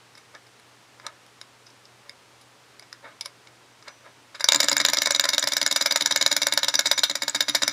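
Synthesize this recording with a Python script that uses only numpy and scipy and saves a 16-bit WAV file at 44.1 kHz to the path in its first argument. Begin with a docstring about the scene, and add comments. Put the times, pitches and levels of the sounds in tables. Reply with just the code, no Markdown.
"""A model hot-air engine

The engine stands on its wooden base on a table, in a quiet room with a faint mains hum. Fingers turn
the flywheel to and fro, so the loose linkage clicks; then a flick starts it and it runs, slowly losing
speed. The slack in the rods knocks twice a turn: hard on the forward stroke, softer but with a strong
bounce on the back stroke. The pistons slide and shake the table, and the flywheel sings thinly."""
import sys
import numpy as np
from scipy import signal
from scipy.fft import rfft, irfft
from scipy.io import wavfile
from scipy.ndimage import uniform_filter1d

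SR = 44100
rng = np.random.default_rng(int(sys.argv[2]) if len(sys.argv) > 2 else 0)


def wav_record(signal):
    """Record a signal, one row per channel, as 16-bit PCM in the file named by sys.argv[1]."""
    frames = np.transpose(np.atleast_2d(signal))
    bounded = np.clip(frames, -1, 1)
    # unit amplitude maps onto the largest positive 16-bit level
    quanta = np.round(bounded * 32767).astype(np.int16)
    wavfile.write(sys.argv[1], SR, quanta)


N = 340669
TIME = np.arange(N) / SR
BLOW_SAMPLES = 4096
BLOW_HZ = np.maximum(np.fft.rfftfreq(BLOW_SAMPLES, 1 / SR), 1)
RUN_START_S, CRUISE_TURNS_PER_S = 4.5209, 10


def from_db(db):
    """Turn decibels into a gain."""
    return 10 ** (np.asarray(db) / 20)


def rms_one(x):
    """Scale a sound to an average (RMS) level of one."""
    return x / np.sqrt(np.mean(x ** 2) + 1e-20)


def at_hz(points, hz):
    """Read between rows of (Hz, value), along straight lines over log frequency."""
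    where, value = np.transpose(points)
    return np.interp(np.log(np.maximum(hz, 1)), np.log(where), value)


def at_time(points, s):
    """Read between rows of (seconds, value), along straight lines."""
    return np.interp(s, *np.transpose(points))


def filtered(x, hz, kind, order=2):
    """Keep the lows, the highs or a band of a sound."""
    return signal.sosfilt(signal.butter(order, hz, kind, fs=SR, output="sos"), x)


def add(out, s, sound):
    """Lay a sound into the track at s seconds."""
    start = round(s * SR)
    out[start:start + len(sound)] += sound[:N - start]


def causal(gain):
    """A filter with these gains that makes no sound before the blow (minimum phase)."""
    cepstrum = irfft(np.log(gain))
    half = BLOW_SAMPLES // 2
    return np.exp(rfft(cepstrum * np.r_[1, 2 * np.ones(half - 1), np.zeros(half)]))


def ringing(force, modes):
    """A force sets off tones that die away."""
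    t = TIME[:SR // 4]
    ring = sum(from_db(db - 60 * t / t60) * np.sin(2 * np.pi * hz * t) for hz, t60, db in modes)
    return signal.fftconvolve(force, ring)[:N]


# The tone of the room's hiss. Each row: frequency in Hz, relative level in dB.
HISS_SPECTRUM = [(25, -30), (60, -17), (110, -5), (160, -9.5), (290, -4.5), (450, -4), (650, -6),
                 (1000, -4.5), (2000, -8), (5000, -12.5), (9000, -19), (15000, -32.5)]


def still_room(hiss_db, hum_hz, hum_db):
    """An even hiss and a mains hum."""
    colour = from_db(at_hz(HISS_SPECTRUM, np.fft.rfftfreq(N, 1 / SR)))
    hiss = irfft(rfft(rng.standard_normal(N)) * colour, N)
    hum = np.sin(2 * np.pi * hum_hz * TIME)
    return from_db(hiss_db) * rms_one(hiss) + from_db(hum_db) * rms_one(hum)


# How long the room echoes. Each row: frequency in Hz, seconds to fade by 60 dB.
ECHO_FADE = [(150, 0.93), (600, 0.042), (2000, 0.12), (5000, 0.076), (13000, 0.037)]


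def room_echo(x, low_db, mid_db, high_db, top_db, build_s):
    """Reflections from table and walls build up and die away; the bass lasts longest."""
    t = TIME[:SR // 2]
    edges = np.geomspace(80, 16000, 11)
    tail = 0
    for low, high in zip(edges, edges[1:]):
        hz = np.sqrt(low * high)
        envelope = from_db(-60 * t / at_hz(ECHO_FADE, hz)) * (1 - np.exp(-(t / build_s) ** 2))
        band = filtered(rng.standard_normal(len(t)) * envelope, [low, high], "band")
        echo_db = at_hz([(500, low_db), (1800, mid_db), (5000, high_db), (12000, top_db)], hz)
        tail = tail + band / np.linalg.norm(band) * np.sqrt(2 * (high - low) / SR) * from_db(echo_db)
    return signal.fftconvolve(x, tail)[:N]


# The low tones of base and table. Each row: pitch in Hz, seconds to fade by 60 dB, relative level in dB.
TABLE_TONES = [(137, 0.13, -7), (233, 0.091, -8), (291.5, 0.14, 1)]
# How hard they are shaken. 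Each row: time in seconds, relative level in dB.
TABLE_SHAKE = [(4.55, -45), (4.8, -42.5), (4.92, -48.5), (6.4, -46), (6.65, -49.5), (7.1, -48), (7.7, -41)]


def table_thump(thump_db, forward_db, spread_db, delay_s, push_hz, bass_hz):
    """Each stroke shoves the base against the table, the back stroke harder than the forward one."""
    pushes, run = np.zeros(N), strokes()
    for (s, back), chance in zip(run, rng.standard_normal(len(run))):
        add(pushes, s + delay_s, from_db([forward_db * (1 - back) + spread_db * chance]))
    soft_pushes = filtered(filtered(pushes, push_hz, "low"), bass_hz, "high")
    sound = ringing(soft_pushes, TABLE_TONES)
    sound = filtered(sound, 122, "high", order=8)   # the thump carries no deep bass
    return sound / np.std(sound[TIME > RUN_START_S]) * from_db(at_time(TABLE_SHAKE, TIME) + thump_db)


# Where the base and metal parts ring. Each row: pitch in Hz, width in Hz, relative level in dB.
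BODY_RESONANCES = [(296.6, 53, -10.5), (564, 58.4, 2), (623, 194, -3), (922.4, 118, -3), (1032, 67, -3.5),
                   (1255, 103, -2), (1406, 65, -16), (1487, 770, -7), (1770, 430, -4.5), (1820, 100, -15),
                   (2176, 183, 0), (2314, 31, -4.5), (2740, 230, -14.5), (3220, 1200, -16),
                   (3738, 270, 3.5), (3950, 870, -1), (4975, 530, -0.5), (5390, 140, -4), (5830, 720, -8),
                   (6990, 630, -5.5), (8060, 1000, -18.5), (10080, 1500, -19), (11400, 8400, -30),
                   (14070, 590, -22.5)]


def body(damping=1, spread_db=0):
    """The engine's body as a filter; spread_db lets each contact ring it a little differently."""
    strengths = from_db(spread_db * rng.standard_normal(len(BODY_RESONANCES)))
    power = sum((from_db(db) * strength) ** 2 / (1 + (2 * (BLOW_HZ - hz) / (width * damping)) ** 2) ** 2
                for (hz, width, db), strength in zip(BODY_RESONANCES, strengths))
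    return causal(np.sqrt(power))


def through_body(x):
    """A rubbing force, heard through the engine's body."""
    return signal.fftconvolve(x, irfft(body()))[:N]


# Fingers rolling the wheel. Each row: peak time in seconds, level in dB, rise and fall in seconds.
FINGER_SCUFFS = [(0.353, -40, 0.0071, 0.0085), (1.051, -44, 0.011, 0.044), (2.08, -58, 0.054, 0.02),
                 (3.048, -41, 0.0077, 0.042), (3.255, -58, 0.017, 0.054), (3.879, -41, 0.011, 0.019),
                 (4.063, -46.5, 0.017, 0.023)]


def finger_scuffs(dull_hz):
    """Skin drags on the rim: short, dull swells of friction."""
    rubbing = through_body(rng.standard_normal(N))
    dull = filtered(filtered(rubbing, dull_hz, "low"), dull_hz, "low")
    swells = sum(from_db(db) * np.exp(-np.maximum((s - TIME) / rise, (TIME - s) / fall))
                 for s, db, rise, fall in FINGER_SCUFFS)
    return rms_one(dull) * swells


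def piston_slide(cruise_db, db_per_speed, swing_db, grain_db, lag_rad, onset_s):
    """Gritty friction that grows with speed and swells and fades with each stroke."""
    grit = rng.standard_normal(N) * from_db(grain_db * np.minimum(rng.exponential(1, N), 6))
    db = cruise_db + at_time(ENGINE_EFFORT, TIME) + db_per_speed * (speed(TIME) - CRUISE_TURNS_PER_S)
    db += swing_db * np.cos(stroke_angle() - lag_rad)
    fade_in = np.clip((TIME - FLICK_KNOCKS[0][0]) / onset_s, 0, 1) ** 2
    return rms_one(through_body(grit)) * from_db(db) * fade_in


# The wheel's ring swells and fades. Each row: time in seconds, relative level in dB.
WHEEL_SWELL = [(4.55, -13), (4.92, 1.5), (5.3, -2), (5.78, 3), (6.2, -1.5), (6.69, -1), (6.87, 4.5),
               (7.15, -12), (7.7, 5)]
# Fingers catch the rim and set it singing. Each row: start in seconds, level in dB.
WHEEL_TOUCHES = [(0.1, -59), (3.88, -53)]


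def flywheel_ring(shaking, hz, t60_s, sing_db, lag_rad):
    """The wheel stores the blows' energy and rings; its still spots sweep past, so the tone throbs."""
    decay, step = from_db(-60 / (t60_s * SR)), 2 * np.pi * hz / SR
    ring = signal.lfilter([np.sin(step)], [1, -2 * decay * np.cos(step), decay ** 2], shaking + 1e-18)
    even_tone = ring / np.sqrt(np.abs(uniform_filter1d(ring ** 2, size=8000)) + 1e-6)
    drive = shaking * from_db(at_time(WHEEL_SWELL, TIME) + sing_db) * (TIME > FLICK_KNOCKS[0][0])
    energy_in = (1 - decay ** 2) * drive ** 2
    for s, db in WHEEL_TOUCHES:
        add(energy_in, s, from_db([db]) ** 2)
    stored = signal.lfilter([1], [1, -decay ** 2], energy_in)
    return even_tone * np.sqrt(stored) * np.cos(stroke_angle() - lag_rad)


# The five parts of a blow: base, frame, rods, pins and bright tick. Each row: lowest and highest Hz.
PART_BANDS = [(450, 2400), (3200, 4400), (4600, 6200), (6500, 8000), (9000, 15000)]


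def blows(rows, chatter_db, fall_power, snap_hz, chatter_hz, repeat_share, damping, spread_db,
          base_db, base_tilt_db, metal_db, top_db):
    """Each blow is a dull snap and a brief, bright chatter in the joint, ringing through the body."""
    out = np.zeros(N)
    patterns = rng.standard_normal((2, BLOW_SAMPLES))
    fresh = rng.standard_normal((len(rows), BLOW_SAMPLES))
    snap = 1 / (1 + 1j * BLOW_HZ / snap_hz)
    hardness_db = at_hz([(11500, 0), (14200, top_db)], BLOW_HZ)
    for k, (s, contact_s, *parts_db) in enumerate(rows):
        age = TIME[:BLOW_SAMPLES] / contact_s
        # each stroke direction partly repeats its own pattern of chatter
        contacts = np.sqrt(repeat_share) * patterns[k % 2] + np.sqrt(1 - repeat_share) * fresh[k]
        chatter = filtered(contacts * age / (1 + age ** fall_power), chatter_hz, "high")
        force = snap + from_db(chatter_db) * rfft(chatter) / np.linalg.norm(chatter)
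        blow = body(damping, spread_db) * force
        # where the blow lands decides how much of it goes into each part
        held = [np.linalg.norm(blow[(BLOW_HZ > low) & (BLOW_HZ < high)]) / BLOW_SAMPLES
                for low, high in PART_BANDS]
        gains_db = np.array(parts_db) - 20 * np.log10(held) + np.r_[base_db, [metal_db] * 4]
        points = [(hz, db) for band, db in zip(PART_BANDS, gains_db) for hz in band]
        points[1] = (points[1][0], gains_db[0] + base_tilt_db)   # upper edge of the base's range
        balance = causal(from_db(at_hz(points, BLOW_HZ) + hardness_db))
        add(out, s, irfft(blow * balance))
    return filtered(out, 305, "high")


# The crank's tones. Each row: pitch in Hz, seconds to fade by 60 dB, relative level in dB.
CRANK_TONES = [(1596, 0.1, -10), (1740, 0.076, -0.5), (3660, .09, -5), (4940, 0.068, -9), (5220, 0.074, -2),
               (10300, 0.097, 1)]


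def crank_ping(clicks, ping_db):
    """The metal crank rings on briefly after a click."""
    return rms_one(ringing(clicks, CRANK_TONES)) * np.std(clicks) * from_db(ping_db)


# Clicks under the hand. Each row: start and contact length in seconds, relative level in the frame
# in dB, then extra dB in the wooden base, the rods and the bright tick.
HAND_CLICKS = [(0.152, 0.0013, -61, 8, 9, -9), (0.1743, 0.0039, -53, 4.5, 0, -5),
               (0.3488, 0.0015, -52, -3, 2, -19), (0.4661, 0.0031, -64.5, 5, 7, -5),
               (0.5967, 0.0013, -61, 6, -3, -3), (0.9983, 0.00089, -59, 14, 5, -20),
               (1.0658, 0.00075, -34.5, 0.5, -2.5, -12), (1.264, 0.00078, -64, 3, 2, 0),
               (1.4133, 0.001, -42.5, -2.5, -0.5, -11), (1.6631, 0.0056, -60, 4, 11, -10),
               (1.702, 0.0015, -62, -9, 6, -11), (1.8535, 0.00092, -60.5, -2, 9, -12),
               (2.0946, 0.00055, -46, 4, 5, -8), (2.4116, 0.004, -59, -5, 1, 0),
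               (2.7954, 0.00057, -53.5, 5, 7, 0), (2.8232, 0.0031, -61, 11, 9, -17),
               (2.9274, 0.00089, -47.5, 6, 7.5, -6), (3.2093, 0.0016, -37, -3.5, 6, -4.5),
               (3.2464, 0.0072, -53, 1, 10, -4), (3.258, 0.0011, -39.5, 0, 4, -1),
               (3.4715, 0.0012, -54, 4, -2, -19), (3.8246, 0.0013, -57.5, 4, 4, -17),
               (3.8797, 0.0023, -45, 4, 0.5, -15.5), (4.3456, 0.0055, -46, 8, 2, -20),
               (4.3518, 0.0048, -47, -6, -8, -12), (4.396, 0.0036, -41, -2, -2, -12)]


def hand_clicks(pins_db):
    """The linkage takes up its slack; each click is more wooden, more ringing or brighter."""
    rows = [(s, contact_s, db + wood_db, db, db + rods_db, db + pins_db, db + tick_db)
            for s, contact_s, db, wood_db, rods_db, tick_db in HAND_CLICKS]
    return blows(rows, chatter_db=10.5, fall_power=2.84, snap_hz=3000, chatter_hz=1160,
                 repeat_share=0.24, damping=1, spread_db=3.5,
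                 base_db=-11, base_tilt_db=-4, metal_db=-13, top_db=-15)


# The flywheel's speed. Each row: time in seconds, turns per second.
WHEEL_SPEED = [(4.52, 12.264), (4.85, 11.974), (5.2, 10.825), (5.38, 10.856), (5.66, 10.216), (6.36, 9.655),
               (6.47, 9.355), (6.68, 9.238), (6.79, 8.199), (7.03, 8.364), (7.15, 7.939), (7.28, 7.938),
               (7.41, 6.991), (7.55, 7.695)]


def speed(s):
    """Turns per second at time s."""
    return at_time(WHEEL_SPEED, s)


# The uneven beat. Each row: time in seconds, share of a turn from forward knock to back knock.
BACK_STROKE_SHARE = [(4.52, 0.304), (4.77, 0.406), (5.02, 0.45), (5.47, 0.499), (6.06, 0.5), (6.47, 0.513),
                     (6.68, 0.525), (6.79, 0.534), (7.15, 0.526), (7.55, 0.551)]


def strokes():
    """The pistons reverse twice a turn. Each row: time in seconds, 0 for forward or 1 for back."""
    rows, s = [], RUN_START_S
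    while s < TIME[-1]:
        turn_s = 1 / speed(s)
        rows += [(s, 0), (s + turn_s * at_time(BACK_STROKE_SHARE, s), 1)]
        s += turn_s
    return [row for row in rows if row[0] < TIME[-1]]


def stroke_angle():
    """The stroke cycle in radians: it comes round once per knock, twice per turn of the wheel."""
    times = [row[0] for row in FLICK_KNOCKS + strokes()]
    return 2 * np.pi * np.interp(TIME, times, np.arange(len(times)))


# The bounce after the forward knock, then after the back knock.
# Each row: delay in seconds at cruising speed, then relative dB in each of the five parts.
ROD_BOUNCES = [(0.0128, -45.5, -45, -37.5, -34, -53.5), (0.0128, -30, -29.5, -26.5, -31.5, -40.5)]


def rod_bounces(contact_s, jitter_s, spread_db, delay_power, db_per_speed):
    """The rod bounces once in its joint; the forward bounce gets later and weaker as the wheel slows."""
    rows, run = [], strokes()
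    for (s, back), (late, *chance) in zip(run, rng.standard_normal((len(run), 1 + len(PART_BANDS)))):
        delay_s, *parts_db = ROD_BOUNCES[back]
        db = at_time(ENGINE_EFFORT, s) + spread_db * np.array(chance)
        if not back:
            delay_s *= (CRUISE_TURNS_PER_S / speed(s)) ** delay_power
            db += db_per_speed * (speed(s) - CRUISE_TURNS_PER_S)
        rows.append((s + delay_s + jitter_s * late, contact_s, *(parts_db + db)))
    return blows(rows, chatter_db=5, fall_power=5, snap_hz=2500, chatter_hz=1840,
                 repeat_share=0.45, damping=0.93, spread_db=2,
                 base_db=-16, base_tilt_db=0, metal_db=-13, top_db=1)


# Knocks as a finger flicks the wheel up to speed.
# Each row: start and contact length in seconds, then relative dB in each of the five parts.
FLICK_KNOCKS = [(4.4066, 0.0026, -30.5, -33, -31.5, -39.5, -45),
                (4.4421, 0.00099, -26.5, -29.5, -17.5, -36, -34),
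                (4.487, 0.00055, -22, -13.5, -17.5, -21.5, -29.5)]
# The forward knock, then the back knock.
# Each row: usual contact length in seconds, then relative dB in each of the five parts.
STROKE_KNOCKS = [(0.0013, -24.5, -24, -22, -28.5, -33), (0.0018, -27.5, -23.5, -25.5, -30.5, -39)]
# How hard the engine works. Each row: time in seconds, extra level in dB.
ENGINE_EFFORT = [(4.52, 3), (4.72, 0.3), (5.1, 0), (5.5, -2), (5.65, 0.5), (6.4, 1.5), (6.7, -0.6),
                 (6.9, 1.4), (7.13, -4.5), (7.4, -0.2), (7.7, -0.4)]
# Strokes that hit the full slack. Each row: time in seconds, extra dB, further dB in the frame.
HARD_KNOCKS = [(4.85, 1.5, 4.5), (5.197, 2, 5.5), (5.38, 0.5, 5.5), (6.262, 0.5, 6), (6.575, 1.5, 1.5),
               (6.791, 2.5, 1), (6.913, 2, 3.5), (7.035, 3, 7.5), (7.405, 0.5, 5.5), (7.548, 2.5, 1)]


def rod_knocks(spread_db, stretch_power, length_spread_db, hard_length_share):
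    """The flick, then a knock at each reversal; hard ones are shorter and ring the frame most."""
    run = strokes()
    times = np.array([s for s, _ in run])
    extra_db = spread_db * rng.standard_normal((len(run), len(PART_BANDS)))
    stretch = (CRUISE_TURNS_PER_S / speed(times)) ** stretch_power   # a slow wheel drags the contact out
    stretch *= from_db(length_spread_db * rng.standard_normal(len(run)))
    for s, db, frame_db in HARD_KNOCKS:
        nearest = np.argmin(abs(times - s))
        extra_db[nearest] = db + np.r_[0, frame_db, 0, 0, 0]
        stretch[nearest] *= hard_length_share
    rows = list(FLICK_KNOCKS)
    for (s, back), extra, longer in zip(run, extra_db, stretch):
        contact_s, *parts_db = STROKE_KNOCKS[back]
        rows.append((s, contact_s * longer, *(parts_db + extra + at_time(ENGINE_EFFORT, s))))
    return blows(rows, chatter_db=6.5, fall_power=2.68, snap_hz=3100, chatter_hz=2200,
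                 repeat_share=0.51, damping=0.84, spread_db=1.5,
                 base_db=-12.5, base_tilt_db=0.1, metal_db=-12.5, top_db=2)


def scene():
    """Clicks and scuffs under the hand, then the running clatter, in a quiet room."""
    clicks = hand_clicks(pins_db=-9)
    knocks = rod_knocks(spread_db=1.36, stretch_power=1.37, length_spread_db=2.5, hard_length_share=0.83)
    bounces = rod_bounces(contact_s=0.0024, jitter_s=0.0007, spread_db=4.5,
                          delay_power=0.9, db_per_speed=1.7)
    struck = clicks + crank_ping(clicks, ping_db=-14.5) + knocks + bounces
    scuffs = finger_scuffs(dull_hz=2430)
    slide = piston_slide(cruise_db=-38, db_per_speed=1.5, swing_db=7.5, grain_db=4.5,
                         lag_rad=1.08, onset_s=0.12)
    singing = flywheel_ring(struck, hz=5917, t60_s=0.89, sing_db=-16, lag_rad=5.25)
    engine = struck + scuffs + slide + singing
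    thump = table_thump(thump_db=-1, forward_db=-6, spread_db=1.5, delay_s=0.00648,
                        push_hz=386, bass_hz=183)
    echo = room_echo(engine, low_db=-21, mid_db=-4, high_db=-18, top_db=-17.5, build_s=0.0064)
    background = still_room(hiss_db=-55, hum_hz=121.2, hum_db=-67.5)
    return (engine + echo + thump + background)[None]


def record(dry):
    """The tallest peaks are rounded and the highest treble is cut."""
    rounded = 1.5 * np.tanh(dry / 1.5)
    return filtered(rounded, 15500, "low", order=30)


dry = scene()
out = record(dry)
wav_record(out)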